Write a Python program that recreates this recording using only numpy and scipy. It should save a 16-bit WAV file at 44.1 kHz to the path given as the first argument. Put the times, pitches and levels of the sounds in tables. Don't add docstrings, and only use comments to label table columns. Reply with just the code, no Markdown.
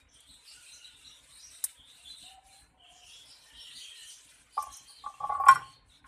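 import sys
import numpy as np
from scipy import signal
from scipy.fft import rfft, irfft
from scipy.io import wavfile
from scipy.ndimage import uniform_filter1d

SR = 44100
rng = np.random.default_rng(int(sys.argv[2]) if len(sys.argv) > 2 else 0)


def makeup_ratio(level_db):
    decades = np.asarray(level_db, float) / 20
    return 10 ** decades


def inscribe(sig):
    pcm = np.round(np.clip(np.atleast_2d(sig).T, -1, 1) * 32767)
    wavfile.write(sys.argv[1], SR, pcm.astype(np.int16))


N = 267995
T = np.arange(N) / SR
LANDING_S, GRIP_S = 5.4834, 5.53


def unit_rms(x):
    return x / np.sqrt(np.mean(x ** 2) + 1e-20)


def colour(x, spectrum):
    hz, db = np.transpose(spectrum)
    log_hz = np.log(np.arange(N // 2 + 1) * SR / N + 1)
    return irfft(rfft(x) * makeup_ratio(np.interp(log_hz, np.log(hz), db)), N)


def band(x, low_hz, high_hz):
    return signal.sosfilt(signal.butter(3, [low_hz, high_hz], "band", fs=SR, output="sos"), x)


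def drift(rate_hz):
    r = np.exp(-2 * np.pi * rate_hz / SR)
    return unit_rms(signal.lfilter([1], [1, -2 * r, r * r], rng.standard_normal(N + SR))[SR:])


def add(out, start_s, sound):
    a = max(int(start_s * SR), 0)
    out[a:a + len(sound)] += sound[:N - a]


def dying(start_s, db, t60_s):
    return (T > start_s) * makeup_ratio(db - 60 * np.clip(T - start_s, 0, 1) / t60_s)


def hump(centre_s, length_s):
    return np.cos(np.pi * np.clip((T - centre_s) / length_s, -.5, .5)) ** 2


def knock(hz, db, t60_s, contact_s, scatter=1):
    t = T[:SR // 3]
    swell = np.sin(np.pi / 2 * np.clip(t / contact_s, 0, 1)) ** 2
    return makeup_ratio(db - 60 * t / t60_s) * swell * np.sin(2 * np.pi * (hz * t + scatter * rng.random()))


def ring(force, hz, t60_s):
    r, w = makeup_ratio(-60 / (t60_s * SR)), 2 * np.pi * hz / SR
    return signal.lfilter([0, np.sin(w)], [1, -2 * r * np.cos(w), r * r], force + 1e-18)


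def gripped(x, start_s):
    return makeup_ratio(-np.clip(T - start_s, 0, .014) * 1800.0) * x


def suppress(x, strength):
    cells = signal.stft(x, nperseg=1024)[2]
    strand = uniform_filter1d(np.abs(cells) ** 2, size=5, axis=1) + 1e-20
    around = uniform_filter1d(strand, size=15, axis=0)
    return unit_rms(signal.istft(cells * np.abs(strand / around) ** strength, nperseg=1024)[1][:N])


# (time [s], level [dB])
STIR = [(0, -65), (.4, -68.5), (.5, -56), (.9, -62.5), (1.02, -63.5), (1.45, -61.5), (1.72, -57),
        (1.9, -61), (2.6, -63), (2.95, -67), (3.15, -61), (3.4, -64), (4.05, -55.5), (4.4, -61),
        (4.75, -60), (4.9, -63.5), (5.4, -65), (6.08, -68.5)]
# (centre [s], length [s], depth [dB])
LULLS = [
    (0.07, 0.17, 22.5),
    (1.811, 0.23, 14.5),
    (2.401, 0.17, 20),
    (2.755, 0.34, 29.5),
    (4.483, 0.2, 11),
    (5.42, 0.15, 9.5),
    (5.825, 0.19, 27.5),
    (6.025, 0.092, 19.5),
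]
# (frequency [Hz], density [dB/Hz])
BRIGHT_AIR = [(1000, -7.5), (1500, -4.5), (2200, -6), (3000, 0.5), (4000, -2), (5000, -7), (6000, -6),
              (7000, -3.5), (8500, 1.5), (10000, -2.5), (11500, -14), (13000, -14), (14200, -22.5)]
# (frequency [Hz], density [dB/Hz])
HUM = [(220, -41.5), (380, -5.5), (455, 0), (781, -1), (1040, 5.5), (1320, -20.5), (1400, -30.5),
       (1820, -36.5), (3080, -120)]
# (centre [s], length [s], lift [dB])
FAR_SWELL = (3.38, 0.98, 4.8)
# (frequency [Hz], density [dB/Hz])
RUMBLE = [(15, -41.5), (25, -18), (59, 0.5), (98, -14), (119, -8), (215, -18.5), (292, -9.5), (380, -35.5),
          (490, -58.5), (840, -120)]
# (start [s], length [s], level [dB])
JOGS = [(0.006, 0.1, -58), (0.272, 0.06, -62.5), (0.533, 0.07, -61), (0.714, .08, -66.5),
        (1.433, 0.11, -61), (2.443, 0.066, -62), (4.583, 0.065, -62), (1.786, 0.023, -54),
        (2.614, 0.048, -63), (2.9, 0.022, -78), (3.522, 0.09, -56), (4.674, 0.074, -57.5),
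        (5.015, 0.074, -60), (5.19, 0.47, -53), (5.789, 0.17, -57), (5.988, 0.1, -56.5)]


def air():
    stir_db = np.interp(T, *np.transpose(STIR))
    lull_db = sum(db * hump(s, length_s) for s, length_s, db in LULLS)
    white = rng.standard_normal((4, N))
    puff_t60_s = .28

    edges_hz = np.geomspace(2200, 14500, 13)
    patches = np.zeros(N)
    for k in range(12):
        patch_db = 2.2 * drift(24.0) + 2.0 * drift(10.0)
        patches += makeup_ratio(patch_db) * band(white[k % 2], edges_hz[k], edges_hz[k + 1])
    shut_db = -91
    gate = makeup_ratio(stir_db - lull_db + 1.2 * drift(13.0)) + makeup_ratio(shut_db) + dying(LANDING_S, -43, puff_t60_s)
    bright = gate * unit_rms(colour(suppress(patches, .45), BRIGHT_AIR))

    murk = suppress(white[2], .55)
    middle_db = -70.5 + 0.31 * (stir_db - stir_db.mean()) - 0.1956 * lull_db
    middle_gate = makeup_ratio(middle_db + 2.0 * drift(25.0)) + dying(LANDING_S, -40, puff_t60_s)
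    middle = middle_gate * unit_rms(band(murk, 1128, 2620))

    swell_s, swell_length_s, swell_db = FAR_SWELL
    hum_db = -74 + swell_db * hump(swell_s, swell_length_s) + 0.78 * drift(12.0)
    hum = makeup_ratio(hum_db) * unit_rms(colour(murk, HUM))

    jogs = sum(makeup_ratio(db - 6.0) * hump(s + length_s / 2, 1.4 * length_s + 0.012) for s, length_s, db in JOGS)
    rumble_gate = makeup_ratio(-75.5 + 4.7 * drift(10.8)) + 0.45 * jogs
    rumble = rumble_gate * unit_rms(colour(white[3], RUMBLE))
    return bright + middle + hum + rumble + jogs * unit_rms(band(white[1], 42, 81))


# (start [s], length [s], pitch [Hz], level [dB])
CHEEPS = [(.004, 0.028, 2408, -63.5), (.004, 0.03, 3720, -64), (0.14, 0.029, 8740, -56),
          (0.287, 0.28, 4020, -66), (0.844, 0.0085, 3890, -43), (0.852, 0.009, 3930, -43.5),
          (0.861, 0.0073, 3960, -46), (1.048, 0.007, 3980, -48), (1.055, 0.0082, 3910, -46.5),
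          (1.06, .045, 3870, -57), (1.062, 0.092, 5720, -58.5), (.8, 0.061, 2856, -54),
          (1.429, 0.061, 5620, -51.5), (2.05, 0.082, 3480, -47.5), (2.092, 0.042, 4007, -43.5),
          (2.519, 0.08, 4100, -57), (3.13, 0.1, 3352, -51.5), (3.59, .08, 5490, -51),
          (3.83, 0.17, 3207, -53.5), (3.96, 0.09, 4070, -52), (4.725, .04, 4100, -53.5),
          (.71, 0.046, 4130, -52)]


def cheeps():
    out, wobble = np.zeros(N), drift(36.0)
    for s, length_s, hz, db in CHEEPS:
        a, n = int(s * SR), int(length_s * SR)
        phase = 2 * np.pi * np.cumsum(hz * (1 + 0.0075 * wobble[a:a + n])) / SR
        attack = np.clip(T[:n] / min(0.012, length_s / 5), 0, 1)
        fade = np.cos(np.pi / 2 * T[:n] / length_s)
        add(out, s, makeup_ratio(db) * attack * fade * (np.sin(phase) + makeup_ratio(-17) * np.sin(2 * phase)))
    return out


# (centre [s], length [s], pitch [Hz], level [dB])
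DEEP_CHICK = [(0.23, 0.27, 3294, -59), (0.677, .14, 2573, -55.5), (0.863, 0.21, 2850, -54.5),
              (1.019, 0.36, 3536, -57.5), (1.158, .12, 3630, -53), (1.82, 0.13, 3330, -55),
              (2.027, 0.13, 2794, -60), (2.08, 0.068, 3480, -45.5), (2.224, .2, 3703, -49.5),
              (2.28, .16, 2957, -53), (2.882, .2, 3110, -53.5), (3.099, 0.21, 2880, -54),
              (3.181, 0.19, 3407, -50), (3.627, 0.2, 3680, -53), (3.657, .35, 3058, -48),
              (3.794, 0.07, 3710, -44.5), (3.877, 0.17, 3160, -44.5), (3.897, 0.21, 2583, -54.5),
              (4.017, 0.17, 2973, -49.5), (4.107, .1, 3110, -49), (5.675, 0.13, 3035, -54)]
# (centre [s], length [s], pitch [Hz], level [dB], overtone [dB])
RASPING_CHICK = [(0.332, .13, 3890, -52, -6), (0.51, 0.085, 4750, -48.5, -15),
                 (0.693, 0.21, 4054, -60.5, 4.5), (0.858, 0.075, 3990, -57.5, -9),
                 (1.073, 0.062, 3886, -51, -27), (1.371, .17, 4046, -54, -2),
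                 (1.416, 0.095, 4770, -58, -16), (1.555, 0.11, 3930, -55, 2),
                 (1.964, 0.23, 3926, -58.5, -3.5), (2.112, 0.076, 4006, -49.5, -7),
                 (2.234, 0.17, 3940, -54, 0), (2.573, 0.18, 4090, -64, 2.5),
                 (3.107, 0.11, 4450, -64.5, 6.5), (3.373, 0.28, 4080, -59, -9),
                 (3.623, 0.13, 4240, -58, -2), (3.734, 0.047, 3960, -50, -23), (3.8, .13, 4350, -44, -8),
                 (3.982, 0.074, 4010, -54, -5), (4.112, 0.076, 4150, -59.5, 8.5),
                 (4.581, 0.11, 4650, -59.5, 3), (4.738, 0.068, 4090, -56.5, 0),
                 (4.91, 0.067, 4370, -52, -2), (5.948, 0.1, 3930, -56, -25)]
# (pitch multiple [ratio], level [dB], warble [share of pitch])
OVERTONES = [(2.14, 1.6, .055), (3.15, -13.5, 0.051)]
# (centre [s], length [s], pitch [Hz], level [dB])
SHRILL_CHICK = [(0.141, 0.1, 5870, -61), (0.771, 0.095, 6300, -50.5), (1.111, 0.11, 5630, -62),
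                (1.453, .12, 5510, -50), (1.54, 0.15, 5710, -57), (2.965, 0.1, 6750, -55.5),
                (3.097, 0.065, 6420, -53.5), (3.1, 0.36, 5500, -57.5), (3.318, 0.13, 5100, -50.5),
                (3.458, 0.13, 5720, -61), (3.619, 0.15, 5240, -59), (3.83, 0.15, 6460, -52),
                (4.124, 0.22, 6160, -52), (4.626, 0.052, 5794, -47.5), (4.66, 0.065, 6370, -55),
                (4.762, 0.083, 6170, -44), (4.837, 0.049, 6300, -74)]
# (centre [s], length [s], pitch [Hz], level [dB], rise [share of pitch])
SLIDES = [(0.73, 0.15, 4000, -56, .1), (1.06, 0.28, 2800, -62, .1), (1.67, .11, 3700, -54, -.08),
          (4.585, 0.13, 5060, -55.5, .2), (4.97, 0.22, 4180, -52.5, -.18), (4.969, .13, 4670, -55.5, -.08),
          (5.04, 0.12, 3600, -57.5, -.1), (5.2, 0.22, 3250, -62.5, 0.038), (5.76, .1, 3620, -65, .04),
          (3.05, 0.32, 3150, -60, .16), (1.87, .24, 3500, -56.5, .2), (.55, .25, 2850, -60, -.04),
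          (3.1, .14, 2600, -62, -.03), (5.47, .14, 4900, -66.5, 0.0064)]


def chicks():
    deep_warble, rasping_warble, shrill_warble, slide_warble = .052, 0.058, 0.07, .035
    calls = [(*row, deep_warble, 0) for row in DEEP_CHICK]
    calls += [(*row, shrill_warble, 0) for row in SHRILL_CHICK]
    for s, length_s, hz, db, over_db in RASPING_CHICK:
        calls.append((s, length_s, hz, db, rasping_warble, 0))
        for multiple, rel_db, share in OVERTONES:
            calls.append((s, length_s, multiple * hz, db + over_db + rel_db, share, 0))
    calls += [(*row[:4], slide_warble, row[4]) for row in SLIDES]

    out = np.zeros(N)
    warbles = [drift(147.7), drift(60.4)]
    stutter = makeup_ratio(2.2 * drift(32.0))
    for s, length_s, hz, db, share, rise in calls:
        n, a = int(1.15 * length_s * SR), rng.integers(0, N // 2)
        slide = 1 + rise * np.linspace(-.5, .5, n)
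        throats = np.zeros(n)
        for warble in warbles:
            throats += np.sin(2 * np.pi * np.cumsum(hz * (slide + share * warble[a:a + n])) / SR)
        swell = signal.windows.tukey(n, .75) * stutter[a:a + n]
        add(out, s - n / SR / 2 - .01, makeup_ratio(db - 7.0) * swell * throats)
    return out


# (time [s], peak [dB], top sizzle [dB], t60 [s])
SNAPS = [(0.2034, -43, -30, 0.049), (1.6395, -8.5, -10, 0.049), (4.0721, -42, -23, 0.06),
         (4.624, -29.5, -7, 0.056), (4.7237, -38, -28, 0.14), (4.7663, -34.5, -13, 0.068),
         (5.3994, -53.5, 0, 0.3), (5.453, -43.5, -25, 0.21), (5.4852, -14, -17.5, 0.031),
         (5.5103, -27, -34.5, 0.072), (5.5478, -33.5, -14, 0.061)]
# (frequency [Hz], density [dB/Hz])
SNAP = [(650, -55), (1060, -22), (1300, -35), (1900, -21.5), (2600, -37), (4000, -29), (6000, -18),
        (7500, -15.5), (8900, -3), (10000, -10), (11500, -13), (13000, -25)]


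def snaps():
    body, sizzle = np.zeros((2, N))
    t = T[:SR // 4]
    for s, db, top_db, t60_s in SNAPS:
        decay = makeup_ratio(db - 11.5 - 60 * t / t60_s) * np.clip(t / 0.00141, 0, 1)
        add(body, s, decay)
        add(sizzle, s, decay * makeup_ratio(top_db))
    grains = rng.standard_normal(N) * makeup_ratio(2.0 * drift(400.0))
    return body * unit_rms(colour(grains, SNAP)) + sizzle * unit_rms(band(grains, 11500, 15200))


# (start [s], length [s], start pitch [Hz], end pitch [Hz], level [dB])
COOS = [(0.54, 0.092, 1562, 1360, -62), (0.71, 0.26, 1440, 1440, -72), (0.44, 0.13, 2500, 2800, -68),
        (1.36, 0.13, 1866, 1884, -77), (1.961, 0.15, 688, 745, -76.5), (2.233, 0.067, 724, 770, -62.5),
        (2.29, 0.11, 768, 760, -58), (2.429, 0.2, 768, 800, -67), (2.707, 0.12, 756, 742, -72),
        (2.799, 0.28, 713.5, 720, -66), (2.48, 0.077, 2530, 2160, -71), (3.423, 0.41, 1798, 2010, -64),
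        (3.902, 0.18, 1890, 1840, -62.5), (4.651, 0.4, 3250, 3150, -64), (5.128, 0.068, 2720, 2680, -65.5),
        (4.5, 0.179, 3100, 2800, -72), (5.63, 0.167, 4400, 4400, -62.5), (1.279, 0.074, 1150, 1170, -73),
        (1.3, 0.075, 2050, 1900, -75)]


def coos():
    out, wobble, waver = np.zeros(N), drift(99.0), makeup_ratio(3.3 * drift(25.0))
    for s, length_s, start_hz, end_hz, db in COOS:
        a, n = int(s * SR), int(length_s * SR)
        hz = np.linspace(start_hz, end_hz, n) * (1 + .026 * wobble[:n])
        swell = signal.windows.tukey(n, .25) * waver[a // 2:a // 2 + n]
        add(out, s, makeup_ratio(db) * swell * np.sin(2 * np.pi * np.cumsum(hz) / SR))
    return out


# (time [s], rms [dB], low edge
# [Hz], high edge [Hz], t60 [s])
SCUFFS = [(4.576, -46, 380, 1300, 0.07), (5.2, -55, 400, 1000, 0.054), (5.06, -51, 450, 1300, .05),
          (5.235, -53, 400, 1600, .06), (5.293, -56, 450, 1000, 0.098), (5.35, -54, 500, 1600, 0.046),
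          (5.397, -54, 500, 1300, .09), (5.435, -48, 600, 1800, 0.052), (5.462, -45, 1200, 2600, .1),
          (5.486, -35, 1800, 3300, 0.07), (5.486, -44, 5800, 7300, .06), (5.51, -49, 3000, 11000, .07),
          (5.538, -51, 6000, 11000, .08), (5.553, -36, 900, 1800, 0.06), (5.59, -43, 900, 1700, 0.11),
          (5.57, -51.5, 350, 520, .2), (5.56, -59, 1200, 2600, 0.59), (5.484, -43.5, 530, 750, 0.078),
          (5.3, -58, 970, 1300, .15), (4.695, -66, 1600, 1800, 0.2), (6.04, -60.5, 990, 2100, .2),
          (4.1, -58, 4400, 5000, .4), (5.07, -65.5, 5800, 6700, 0.5), (5.21, -48, 540, 950, .15),
          (5.565, -64, 5450, 5650, 0.45), (1.664, -57, 1600, 2200, .06), (1.688, -58, 1600, 2300, .05),
          (1.691, -54, 8900, 9900, .03)]


def scuffs():
    out, t = np.zeros(N), T[:SR // 3]
    noise = rng.standard_normal(N) * makeup_ratio(3.5 * drift(150.0))
    for k, (s, db, low_hz, high_hz, t60_s) in enumerate(SCUFFS):
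        grit = unit_rms(band(noise[k * 6000:][:len(t)], low_hz, high_hz))
        add(out, s, makeup_ratio(db - 60 * t / t60_s) * np.clip(t / 0.003, 0, 1) * grit)
    return out


# (time [s], peak [dB], low modes [dB], upper twin mode [Hz], contact [s])
KNOCKS = [(4.573, -56, 19, 1150, 0.0027), (4.579, -21.5, -5, 1166, 0.006), (4.628, -36, -18, 1165, 0.0027),
          (4.669, -41.5, 2, 1155, 0.006), (4.689, -45, -11, 1146, 0.0067), (4.892, -56, 1, 1140, 0.017),
          (5.039, -38.5, -3, 1143, 0.01), (5.064, -29.5, -9.5, 1163, 0.004), (5.141, -47, -12, 1160, 0.005),
          (5.204, -30.5, 0.5, 1146, 0.011), (5.232, -36.5, 2.5, 1160, 0.0049),
          (5.24, -26.5, 0, 1146, 0.0055), (5.295, -25, 2.5, 1123, 0.0066), (5.322, -26, -3.5, 1138, 0.0056),
          (5.352, -25.5, -12, 1146, 0.0035), (5.386, -35.5, -8, 1137, .005), (5.4, -21, -6.5, 1106, 0.0054),
          (5.436, -23, -4.5, 1137, 0.0083), (5.467, -15, -7, 1125, 0.0067),
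          (5.556, -26.5, -11, 1164, 0.0098), (5.585, -30, -11, 1070, 0.012),
          (5.614, -45.5, -8, 1140, 0.0051)]
# (frequency [Hz], level [dB], t60 [s])
JAR = [(460, -15.5, 0.063), (622, -5, 0.037), (781, 4.5, 0.053), (829, 4.5, 0.088), (1083, 5, 0.17),
       (1440, -19.5, 0.037), (1425, -37.5, 0.02), (1740, -37, 0.0795), (2055, -37, 0.12),
       (2440, -42, 0.046)]


def jar():
    twin_share = 0.63
    low_detune, low_lag = .025, .8
    choke_db, choke_s = 15, 0.0049
    out = np.zeros((2, N))
    next_times = [row[0] for row in KNOCKS[1:]] + [T[-1]]
    for (s, db, low_db, twin_hz, contact_s), next_s in zip(KNOCKS, next_times):
        sound = twin_share * knock(twin_hz, db + 3.5, 0.14, contact_s, scatter=0)
        for hz, mode_db, t60_s in JAR:
            low, twin = hz < 1000, 1000 < hz < 1100
            if low:
                weight = makeup_ratio(low_db)
            else:
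                weight = twin_share - 1 if twin else 1
            mode_hz = hz * (1 + low_detune * low * rng.standard_normal())
            level_db = db - 3.0 + mode_db + 2.1 * (not twin) * rng.standard_normal()
            lag_s = contact_s * (1 + low_lag * low)
            sound = sound + weight * knock(mode_hz, level_db, t60_s, lag_s, scatter=not twin)
        choke = makeup_ratio(-choke_db * np.clip((T[:len(sound)] - next_s + s) / choke_s, 0, 1))
        add(out[int(s > GRIP_S)], s - .004, sound * choke)

    rolling = np.max([dying(s, db - 24.5, 0.45) for s, db, *_ in KNOCKS], axis=0)
    grit = rolling * band(rng.standard_normal(N) * makeup_ratio(4.3 * drift(60.0)), 630, 2500)
    grind = sum(makeup_ratio(db - 30.5) * ring(grit, hz, t60_s) for hz, db, t60_s in JAR + [(1160, 0, 0.04)])
    return gripped(out[0], LANDING_S) + out[1] + grind


# (time [s], frequency [Hz], level [dB], t60 [s], contact [s])
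PARTIALS = [(4.576, 2370, -49, 0.065, 0.0054), (4.628, 2410, -48, 0.047, 0.0053),
            (5.233, 1440, -48, .1, .012), (5.293, 2067, -53, 0.39, .02), (5.306, 1444, -47.5, 0.3, 0.011),
            (5.344, 1440, -43.5, .12, .01), (5.348, 1760, -58, .15, .01), (5.399, 1420, -49, .12, 0.0085),
            (5.412, 2356, -58.5, .4, 0.016), (5.43, 1420, -41.5, 0.11, .01),
            (5.431, 1740, -55.5, 0.14, .01), (5.457, 1411, -35, 0.13, 0.0074),
            (5.456, 1910, -46.5, 0.1024, .008), (5.486, 2055, -32, 0.12, .004),
            (5.484, 2578, -37.5, 0.078, .004), (5.486, 3496, -50.5, .1, .003),
            (5.485, 5494, -41, .09, .002), (5.486, 4550, -46, .05, .002), (5.611, 1074, -37, .05, .005),
            (5.506, 4450, -49, 0.22, .01), (5.532, 4370, -44.5, 0.082, 0.0073),
            (5.53, 3200, -52.5, 0.14, .008), (5.546, 2000, -43, .12, .006), (5.565, 2840, -61, .2, .008),
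            (5.601, 3270, -60, .3, .01)]


def partials():
    out = np.zeros(N)
    for s, hz, db, t60_s, contact_s in PARTIALS:
        add(out, s, knock(hz, db, t60_s, contact_s))
    return out


# (time [s], centre [Hz], level [dB], t60 [s])
THUDS = [
    (5.201, 124.5, -59, 1),
    (5.49, 121.4, -46.5, 0.6),
    (5.5, 332, -57, 0.51),
]


def thuds():
    out, noise = np.zeros(N), rng.standard_normal(N)
    for s, hz, db, t60_s in THUDS:
        envelope = makeup_ratio(db - 60 * np.clip(T - s, 0, 2) / t60_s) * np.clip((T - s) / 0.012, 0, 1)
        out += envelope * unit_rms(band(noise, hz / 1.3, hz * 1.3))
    return out


# (time [s], level [dB], treble tilt [dB/octave])
SET_DOWN = [
    (5.4834, -5, 1),
    (5.547, -35.5, 6),
    (5.556, -22, 0),
    (5.615, -37.5, -1),
    (6.042, -44.5, -7),
    (6.063, -42, -3.5),
]
# (frequency [Hz], level [dB], t60 [s])
STRUCK_JAR = [(1072.5, -1, 0.26), (813, -14.5, 0.11), (1097, 3.5, 0.046), (1434, -4.5, 0.075),
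              (1521, -14, 0.15), (1705, -23.5, 0.1), (1943, -25.5, 0.18), (2356, -21, 0.099),
              (3170, -29.5, 0.11), (8040, -28, .04), (5335, -27, .035), (5533, -26.5, 0.11),
              (7660, -29, 0.095), (8970, -33, 0.05)]


def set_down():
    out = np.zeros((2, N))
    for s, blow_db, tilt_db in SET_DOWN:
        late = s > GRIP_S
        for hz, db, t60_s in STRUCK_JAR:
            damping_db = 10.0 * (hz < 1300 and late)
            level_db = db + blow_db + tilt_db * np.log2(hz / 1000) - damping_db
            level_db += 2.7 * rng.standard_normal() * late
            add(out[int(hz > 1300 or late)], s, knock(hz, level_db, t60_s, 9.4 / hz, scatter=late))
    return gripped(out[0], GRIP_S - .001) + out[1]


def room(x):
    t60_s, tail_db, n = 0.37, -3, SR // 2
    tail = unit_rms(rng.standard_normal(n) * makeup_ratio(-60 * T[:n] / t60_s)) / np.sqrt(n)
    return x + makeup_ratio(tail_db) * signal.fftconvolve(x, tail)[:N]


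# (frequency [Hz], side minus mid [dB])
SIDE_DB = [(900, -67.5), (2000, -57), (3500, -32), (5000, -28), (6500, -14.5), (8500, -8.5), (11000, -6.5),
           (14500, -14.5)]


def scene():
    hands = jar() + partials() + set_down() + snaps()
    distant = room(chicks() + cheeps() + coos() + makeup_ratio(-21.5) * hands)
    mid = distant + hands + thuds() + air() + scuffs()
    echoes = rng.standard_normal(SR // 20) * makeup_ratio(-60 * T[:SR // 20] / 0.04)
    side = colour(signal.fftconvolve(mid, echoes / np.linalg.norm(echoes))[:N], SIDE_DB)
    return np.array([mid + side, mid - side])


def roll_off(x):
    return signal.sosfilt(signal.butter(12, 15570, fs=SR, output="sos"), x)


def record(dry):
    cutoff_hz = 14400
    low_pass = signal.cheby2(10, 28, cutoff_hz * 1.03, fs=SR, output="sos")
    mix = signal.sosfilt(low_pass, np.tanh(dry))
    return roll_off(mix)


dry = scene()
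out = record(dry)
inscribe(out)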